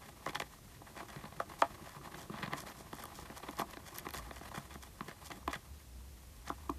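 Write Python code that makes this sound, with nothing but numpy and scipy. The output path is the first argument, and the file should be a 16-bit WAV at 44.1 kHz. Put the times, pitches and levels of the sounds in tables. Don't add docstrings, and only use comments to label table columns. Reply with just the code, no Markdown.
import sys
import numpy as np
from scipy import signal
from scipy.fft import rfft, irfft, next_fast_len
from scipy.io import wavfile
from scipy.ndimage import uniform_filter1d, map_coordinates

SR = 44100
rng = np.random.default_rng(int(sys.argv[2]) if len(sys.argv) > 2 else 0)


def wav_out(sig):
    wavfile.write(sys.argv[1], SR, np.round(np.clip(np.atleast_2d(sig).T, -1, 1) * 32767).astype(np.int16))


N = 298998

# start t/s, walls level/dB, lid over walls/dB, side over walls/dB,
# edge over walls/dB, dying time/s
BEAK_TUGS = [(0.262, -30, -17, -11, -6, 0.0019), (0.273, -35.5, -8, -5, -9.5, 0.0038),
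             (0.291, -41.5, -8, -3, 1.5, 0.0028), (0.331, -44, -10, -6, -7, 0.0021),
             (0.354, -35, -15, -13, 1.5, 0.0021), (0.366, -50, -18, -4, -7, 0.00036),
             (0.4, -32.5, -14, -15, 0.5, 0.00125), (0.418, -38, -8, -5, 1, 0.0027),
             (0.816, -45, -11, -5, -17, 0.0016), (0.873, -52, -14, -15, -1, 0.0028),
             (0.965, -43.5, -13, -6, -10, 0.0032), (1.002, -39.5, -11, -14, -10, 0.003),
             (1.096, -55, -8, -10, 2, 0.0054), (1.161, -51, 10, 4.5, 6, 0.00096),
             (1.238, -43.5, 1, -5, -9, 0.0016), (1.251, -44, -10, -11, -2.5, 0.0038),
             (1.321, -45, -3, -12, -9, 0.0025), (1.4, -26, -23, -20, -19.5, 0.002),
             (1.516, -43, -25, -14, -8.5, 0.0023), (1.536, -50, -17, -11, -9, 0.0007),
             (1.619, -16, -32, -17.5, -9.5, 0.0025), (1.965, -44.5, -2, -13, -20, 0.0013),
             (2.012, -50, -21, -14, -13, 0.002), (2.141, -50.5, -6, 4.5, 8.5, 0.0044),
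             (2.297, -40, 2.5, -0.5, -17, 0.0026), (2.338, -43, 3, -12, -9, 0.0012),
             (2.384, -50, -1, -1, 7.5, 0.0025), (2.431, -39.5, 2, 0.5, 0, 0.0021),
             (2.476, -44, 5, -2, -2, 0.0014), (2.519, -40.5, -1.5, -3, -3, 0.01),
             (2.533, -31, -22, -7.5, -1, 0.0014), (2.563, -45, -17, -10, -12, 0.003),
             (2.804, -45.5, -9, -5, -16, 0.0017), (2.929, -38, -4.5, -4, -7, 0.0015),
             (2.984, -47, -17, 0, 0, 0.0016), (3.037, -40, -21, -21, -18, 0.0026),
             (3.054, -42.5, -16, -7, -7, 0.00072), (3.186, -42, -16, -7, -10, 0.0027),
             (3.299, -45, -2, -0.5, -0.5, 0.0013), (3.429, -42.5, -11, -7, -5.5, 0.0063),
             (3.485, -37.5, -12, -1.5, -4, 0.0023), (3.594, -30, -10, -3.5, -6.5, 0.0013),
             (3.615, -28, -12, -14, -19, 0.0036), (3.734, -48.5, -9, -4, 2, 0.0028),
             (3.77, -43.5, -11, -1, 1, 0.00081), (3.985, -52, -8, -17, 10, 0.0029),
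             (4.066, -35, -11, -3.5, -5, 0.00074), (4.088, -46, -14, -9, 3, 0.00114),
             (4.107, -49.5, -16, -13, 3, 0.00066), (4.138, -40.5, -17, -15, -0.5, 0.0006),
             (4.145, -38.5, -14, -6, -4.5, 0.0014), (4.169, -49, -16, -3, 6, 0.0009),
             (4.309, -39.5, -15.5, -5.5, -2.5, 0.0014), (4.364, -46, -20, -20, -3, 0.0033),
             (4.411, -43, -9, -3, -9, 0.0011), (4.513, -42, -16, -25, -12, 0.0016),
             (4.543, -39.5, -17, -7, -18, 0.0032), (4.576, -36, -1, -8, -15, 0.00072),
             (4.755, -44.5, -1, -3, -9, 0.0013), (4.834, -47, -13.5, -13, -6, 0.00081),
             (5.007, -33, -5.5, -9.5, -8, 0.00091), (5.082, -46, -1, 4, 0.5, 0.0035),
             (5.302, -43.5, -13, -5.5, -10, 0.0032), (5.316, -44, -19.5, -4, 4.5, 0.0019),
             (5.476, -26, -20, -8, -10, 0.0019), (5.493, -49, -18, -4, 0.5, 0.004),
             (5.539, -46, -20, -14, 11.5, 0.0033), (5.558, -44.5, -0.5, -21, -14, 0.0014),
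             (6.474, -46, -4, -14, 2, 0.0037), (6.5, -27.5, -18, -9.5, -30, 0.0015),
             (6.693, -27.5, -14, -3, -19.5, 0.002)]
# start t/s, middle level/dB, top end over middle/dB, dying time/s
FIBRE_SNAPS = [(0.2613, -45, -8, 0.00076), (0.2912, -49, -6, 0.00021), (0.35, -39, -10, 0.00054),
               (0.3538, -49, -4, 0.00023), (0.368, -51, -13, 0.00023), (0.399, -38, -7, 0.0005),
               (0.419, -57, -4, 0.0013), (1.401, -48, 0, 0.0015), (1.5908, -57, -1, 0.0023),
               (1.6185, -36, -21, 0.00044), (1.894, -53, -10, 0.00044), (2.1725, -53, -6, 0.0003),
               (2.1934, -53, -7, 0.00025), (2.4324, -62, -7, 0.0013), (2.5326, -47.5, 0, 0.00055),
               (2.574, -53, -5, 0.0004), (2.604, -44.5, 1, 0.0013), (2.692, -56, -8, 0.0016),
               (2.7, -51, -1, 0.00028), (2.93, -60, 9, 0.00033), (2.952, -58, 10, 0.0003),
               (2.993, -60, 9, 0.0003), (3.019, -57, 0, 0.00032), (3.038, -53, 11, 0.00033),
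               (3.055, -55, 11, 0.00043), (3.1532, -51, -4, 0.001), (3.38, -51, 1, 0.00069),
               (3.5109, -49, 0.5, 0.00055), (3.5693, -48, -8, 0.0011), (3.5898, -42.5, 2, 0.0015),
               (3.597, -49, 10, 0.0008), (3.613, -51, 6, 0.0014), (3.617, -46, -13, 0.0007),
               (3.709, -50, 0, 0.0015), (3.9454, -53, 4, 0.0004), (3.9619, -58, 10, 0.00034),
               (3.9843, -37.5, 4, 0.0009), (3.994, -53, 10, 0.00049), (4.0876, -47, -4, 0.00052),
               (4.1067, -47, 3, 0.00033), (4.1365, -51, 10.5, 0.00081), (4.145, -47, -4, 0.00061),
               (4.154, -50, -5, 0.0013), (4.1679, -45, -7, 0.00035), (4.176, -46, -4, 0.00075),
               (4.7411, -49, -11, 0.00086), (5.0838, -55, 2, 0.00055), (5.3033, -49.5, -9, 0.0011),
               (5.32, -49, -12, 0.00052), (5.4784, -45, -1, 0.00065), (5.5114, -51, -5, 0.0063),
               (5.5378, -50, -8, 0.0017), (6.482, -43.5, -13, 0.0019), (6.4996, -55, -10, 0.00093),
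               (6.6982, -46.5, -1, 0.0013)]
# middle t/s, length/s, tearing hiss level/dB, edge over hiss/dB
PAPER_RASPS = [(0.047, 0.085, -64, 5), (.275, 0.034, -56, 0), (0.301, 0.031, -54, 3),
               (0.363, 0.036, -51, 8), (0.418, .045, -52, 1), (0.877, 0.029, -61, 5),
               (0.996, 0.073, -59, 5.5), (1.101, 0.037, -58.5, 0.5), (1.144, 0.077, -67, 9),
               (1.22, 0.1, -70, 11.5), (1.412, 0.053, -63, 5.5), (1.65, .06, -60, 6),
               (1.605, 0.034, -52, -9), (1.907, 0.13, -60.5, 2), (2.214, 0.11, -57, -5.5),
               (2.372, 0.1, -65, 11.5), (2.495, 0.077, -66, 10), (2.443, 0.049, -61, 15),
               (2.602, 0.088, -51, -4), (2.692, 0.049, -59.5, -14), (2.801, 0.076, -56, -11),
               (2.964, 0.088, -60.5, -4), (3.039, 0.11, -55, -1.5), (3.192, 0.17, -57, -13),
               (3.268, 0.032, -59, 5.5), (3.378, 0.046, -55.5, -6), (3.608, 0.043, -46.5, 3),
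               (3.889, 0.076, -54, -2), (3.978, 0.071, -52, -8), (4.167, 0.085, -49.5, -2.5),
               (4.226, 0.012, -56, 2), (4.368, 0.12, -59.5, -2), (4.433, .04, -60, 2.5),
               (4.572, 0.066, -51.5, 1.5), (4.734, 0.077, -61.5, 5.5), (4.833, .05, -57, -6.5),
               (5.09, 0.029, -55, -0.5), (5.112, .07, -66.5, 9.5), (5.269, 0.053, -52.5, -9),
               (5.315, 0.029, -61.5, 12), (5.364, 0.035, -61, -3), (5.514, 0.027, -54.5, 9),
               (5.552, 0.055, -53, 5), (6.492, 0.086, -56, 1.5)]
# t/s, level in the walls/dB
RUB_LEVELS = [(0.0, -61.5), (0.23, -60), (0.51, -70), (0.73, -67.5), (1.09, -55.5), (1.42, -61),
              (2.19, -55.5), (2.34, -58), (2.49, -50), (2.72, -60), (3.44, -57.5), (4.04, -56.5),
              (4.55, -60.5), (4.81, -67.5), (5.04, -61.5), (5.17, -62), (5.44, -61.5), (5.55, -62),
              (5.83, -75), (6.46, -72), (6.67, -66.5), (6.78, -64)]
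# t/s, level/dB before DRONE_LIFT_DB
DRONE_LEVELS = [(0.0, -58), (0.05, -71), (4.14, -63), (4.17, -51), (4.68, -66.5), (4.76, -54), (5.19, -80),
                (5.23, -53), (5.38, -76), (5.48, -45), (5.63, -80), (5.72, -48.5), (5.8, -61.5),
                (5.99, -50), (6.21, -59.5), (6.78, -49.5)]

# f/Hz, width/Hz, relative level/dB
WALL_MODES = [(543.5, 75, -6.5), (682, 55.4, -2.5), (825, 49.4, -1), (1001, 141, -1), (1173, 248, -3.5)]
LID_MODES = [(143.7, 27.3, -0.44), (216, 35, -0.34)]
SIDE_MODES = [(278, 29, -1.5), (351, 79, -2)]
EDGE_MODES = [(1537, 330, 1.5), (1959, 300, 5), (2407, 120, 3), (2810, 840, -4), (3447, 190, 0.5),
              (4070, 530, -5.5)]
FIBRE_MODES = [(6350, 22000, 0)]
TEAR_MODES = [(5100, 5900, 0)]
# f/Hz, relative level/dB per Hz
HISS_COLOUR = [(15, -54), (40, -4.5), (110, -5), (200, -12.5), (400, -19.5), (1300, -27.5), (3000, -29),
               (6000, -29), (13000, -31), (16000, -24.5)]

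SPAN, LEAD = 4096, 1024
TUG_RISE, SNAP_RISE = 0.9, 0.6
JOLT_GROWS = 0.42
RASP_SKEW = 0.67
RASP_WALLS_DB = -0.5
RUB_USUAL_DB = -59
RUB_THUD_DB, RUB_EDGE_DB, RUB_FIBRES_DB = -61, -64.5, -65.5
THUD_GROWS, EDGE_GROWS, FIBRES_GROWS = 1, 0.82, 0.41
ECHO_DB, DRONE_LIFT_DB, HISS_DB = -21, 3.5, -56.5
ROLL_HZ, TOP_HZ = 13950, 15150


def tugs():
    start, db, lid_db, side_db, edge_db, fall = np.transpose(BEAK_TUGS)
    rise = TUG_RISE * fall
    jolt = 8.1 * amp(JOLT_GROWS * (db - db.mean()))[:, None]
    push = bursts(rise, fall, jolt)
    deep_push = soft(push, hz=1530)
    edge_push = soft(push, hz=4200)

    def ring(drive, table, level_db):
        scatter_db = rng.normal(0, 1.53, (len(start), len(table), 1))
        return amp(level_db)[:, None] * peak(filtered(drive, modes(table, scatter_db)))

    walls = ring(deep_push, WALL_MODES, db)
    lid = ring(deep_push, LID_MODES, db + lid_db)
    side = ring(deep_push, SIDE_MODES, db + side_db)
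    edge = ring(edge_push, EDGE_MODES, db + edge_db)
    return place(start + rise, walls + lid + side + edge)


def snaps():
    start, db, top_db, fall = np.transpose(FIBRE_SNAPS)
    rise = SNAP_RISE * fall
    crack = bursts(rise, fall, jolt=1.5)
    middle = peak(filtered(crack, lambda f: modes([(5800, 5000, 0)])(f) ** 2))
    top = peak(filtered(crack, lambda f: modes([(11500, 7000, 0)])(f) ** 2))
    return place(start + rise, amp(db)[:, None] * (middle + amp(top_db)[:, None] * top))


def rasps():
    middle, length, db, edge_db = np.transpose(PAPER_RASPS)
    progress = ((np.arange(SPAN) - SPAN // 2) / SR) / length[:, None]
    swell = np.sin(np.pi * np.clip(progress + 0.5, 0, 1) ** RASP_SKEW)
    at = (middle - (SPAN // 2 - LEAD) / SR).clip(0)
    hiss_level = place(at, amp(db)[:, None] * swell)
    box_level = place(at, amp(db + edge_db)[:, None] * swell)
    slips = grains(1.95 * wobble(120), spike_db=4.0)
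    box = murmur(EDGE_MODES, slips) + amp(RASP_WALLS_DB) * murmur(WALL_MODES, slips)
    return hiss_level * murmur(TEAR_MODES, slips) + box_level * box


def rubbing():
    walls_db, = curves(RUB_LEVELS)
    press_db = walls_db - RUB_USUAL_DB
    jerks = 4.65 * wobble(22) + 3.9 * wobble(90)
    thud_clumps = 0.46 * jerks + 3.7 * wobble(30)
    walls = murmur(WALL_MODES, grains(0.63 * jerks, spike_db=4.5))
    edge = murmur(EDGE_MODES, grains(0.88 * jerks, spike_db=-1.0))
    thud = murmur(LID_MODES + SIDE_MODES, grains(thud_clumps, spike_db=1.5))
    fibres = murmur(FIBRE_MODES, grains(0.71 * jerks, spike_db=-1.0))
    walls = amp(walls_db) * walls
    edge = amp(RUB_EDGE_DB + EDGE_GROWS * press_db) * edge
    thud = amp(RUB_THUD_DB + THUD_GROWS * press_db) * thud
    fibres = amp(RUB_FIBRES_DB + FIBRES_GROWS * press_db) * fibres
    return walls + edge + thud + fibres


def tail(x):
    t = np.arange(SR // 4) / SR
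    fading_noise = rng.standard_normal(len(t)) * amp(-60 * t / 0.11)
    wash = soft(fading_noise, hz=2620)
    delayed = np.pad(x, (300, 0))
    return signal.fftconvolve(delayed, wash / np.linalg.norm(wash))[:N]


def room():
    drone_db, = curves(DRONE_LEVELS)
    pitch_hz = 65 + 5 * wobble(25)
    drone = amp(drone_db + DRONE_LIFT_DB) * np.sin(2 * np.pi * np.cumsum(pitch_hz) / SR)
    hz, db = np.transpose(HISS_COLOUR)
    noise = rng.standard_normal(N)
    hiss = filtered(noise, lambda f: amp(np.interp(np.log(f + 1), np.log(hz), db)))
    return drone + amp(HISS_DB) * unit(hiss)


def bursts(rise, fall, jolt):
    t = (np.arange(SPAN) - LEAD) / SR
    z = rng.standard_normal((len(rise), 2, SPAN))
    grit = z[:, 0] * amp(5.7 * z[:, 1])
    pace = np.clip(np.where(t < 0, rise[:, None], fall[:, None]), 1e-4, 0.016)
    u = np.abs(t) / pace
    return grit * np.exp(-np.where(t < 0, u * u, u)) + jolt * (t == 0)


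def grains(clumps_db, spike_db):
    return rng.standard_normal(N) * amp(clumps_db + spike_db * wobble(350))


def murmur(table, slips):
    return unit(filtered(slips, modes(table)))


def modes(table, scatter_db=0):
    centre, width, db = np.transpose(table)[..., None]
    sign = (-1) ** np.arange(len(table))[:, None]
    gain = sign * amp(db + scatter_db)

    def response(f):
        damping = 1j * f * width
        return np.sum(gain * damping / (centre * centre - f * f + damping), axis=-2)

    return response


def soft(x, hz):
    return filtered(x, lambda f: 1 / (1 - (f / hz) ** 2 + 1.2j * f / hz))


def filtered(x, response):
    m = next_fast_len(x.shape[-1] + SPAN)
    spectrum = rfft(x, m) * response(np.fft.rfftfreq(m, 1 / SR))
    return irfft(spectrum, m)[..., :x.shape[-1]]


def place(times, rows):
    at = np.round(times * SR).astype(int)[:, None] + np.arange(SPAN)
    return np.bincount(at.ravel(), rows.ravel(), N + SPAN)[LEAD:][:N]


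def curves(rows):
    s, *cols = np.transpose(rows)
    return [np.interp(np.arange(N) / SR, s, c) for c in cols]


def wobble(rate):
    knots = rng.standard_normal(int(N * rate / SR) + 4)
    return map_coordinates(knots, [np.arange(N) * rate / SR])


def peak(rows):
    power = uniform_filter1d(2 * rows ** 2, size=128)
    return rows / np.sqrt(power.max(axis=-1, keepdims=True))


def unit(x):
    return x / np.sqrt(np.mean(x ** 2) + 1e-20)


def amp(db):
    return 10 ** (np.asarray(db) / 20)


def scene():
    beak = tugs() + snaps()
    echo = amp(ECHO_DB) * tail(beak)
    return (beak + echo + rubbing() + rasps() + room())[None]


def record(dry):
    def response(f):
        fade_db = -39 * np.clip((f - ROLL_HZ) / 350, 0, 1)
        return amp(fade_db) * (f < TOP_HZ)

    return filtered(dry, response)


dry = scene()
out = record(dry)
wav_out(out)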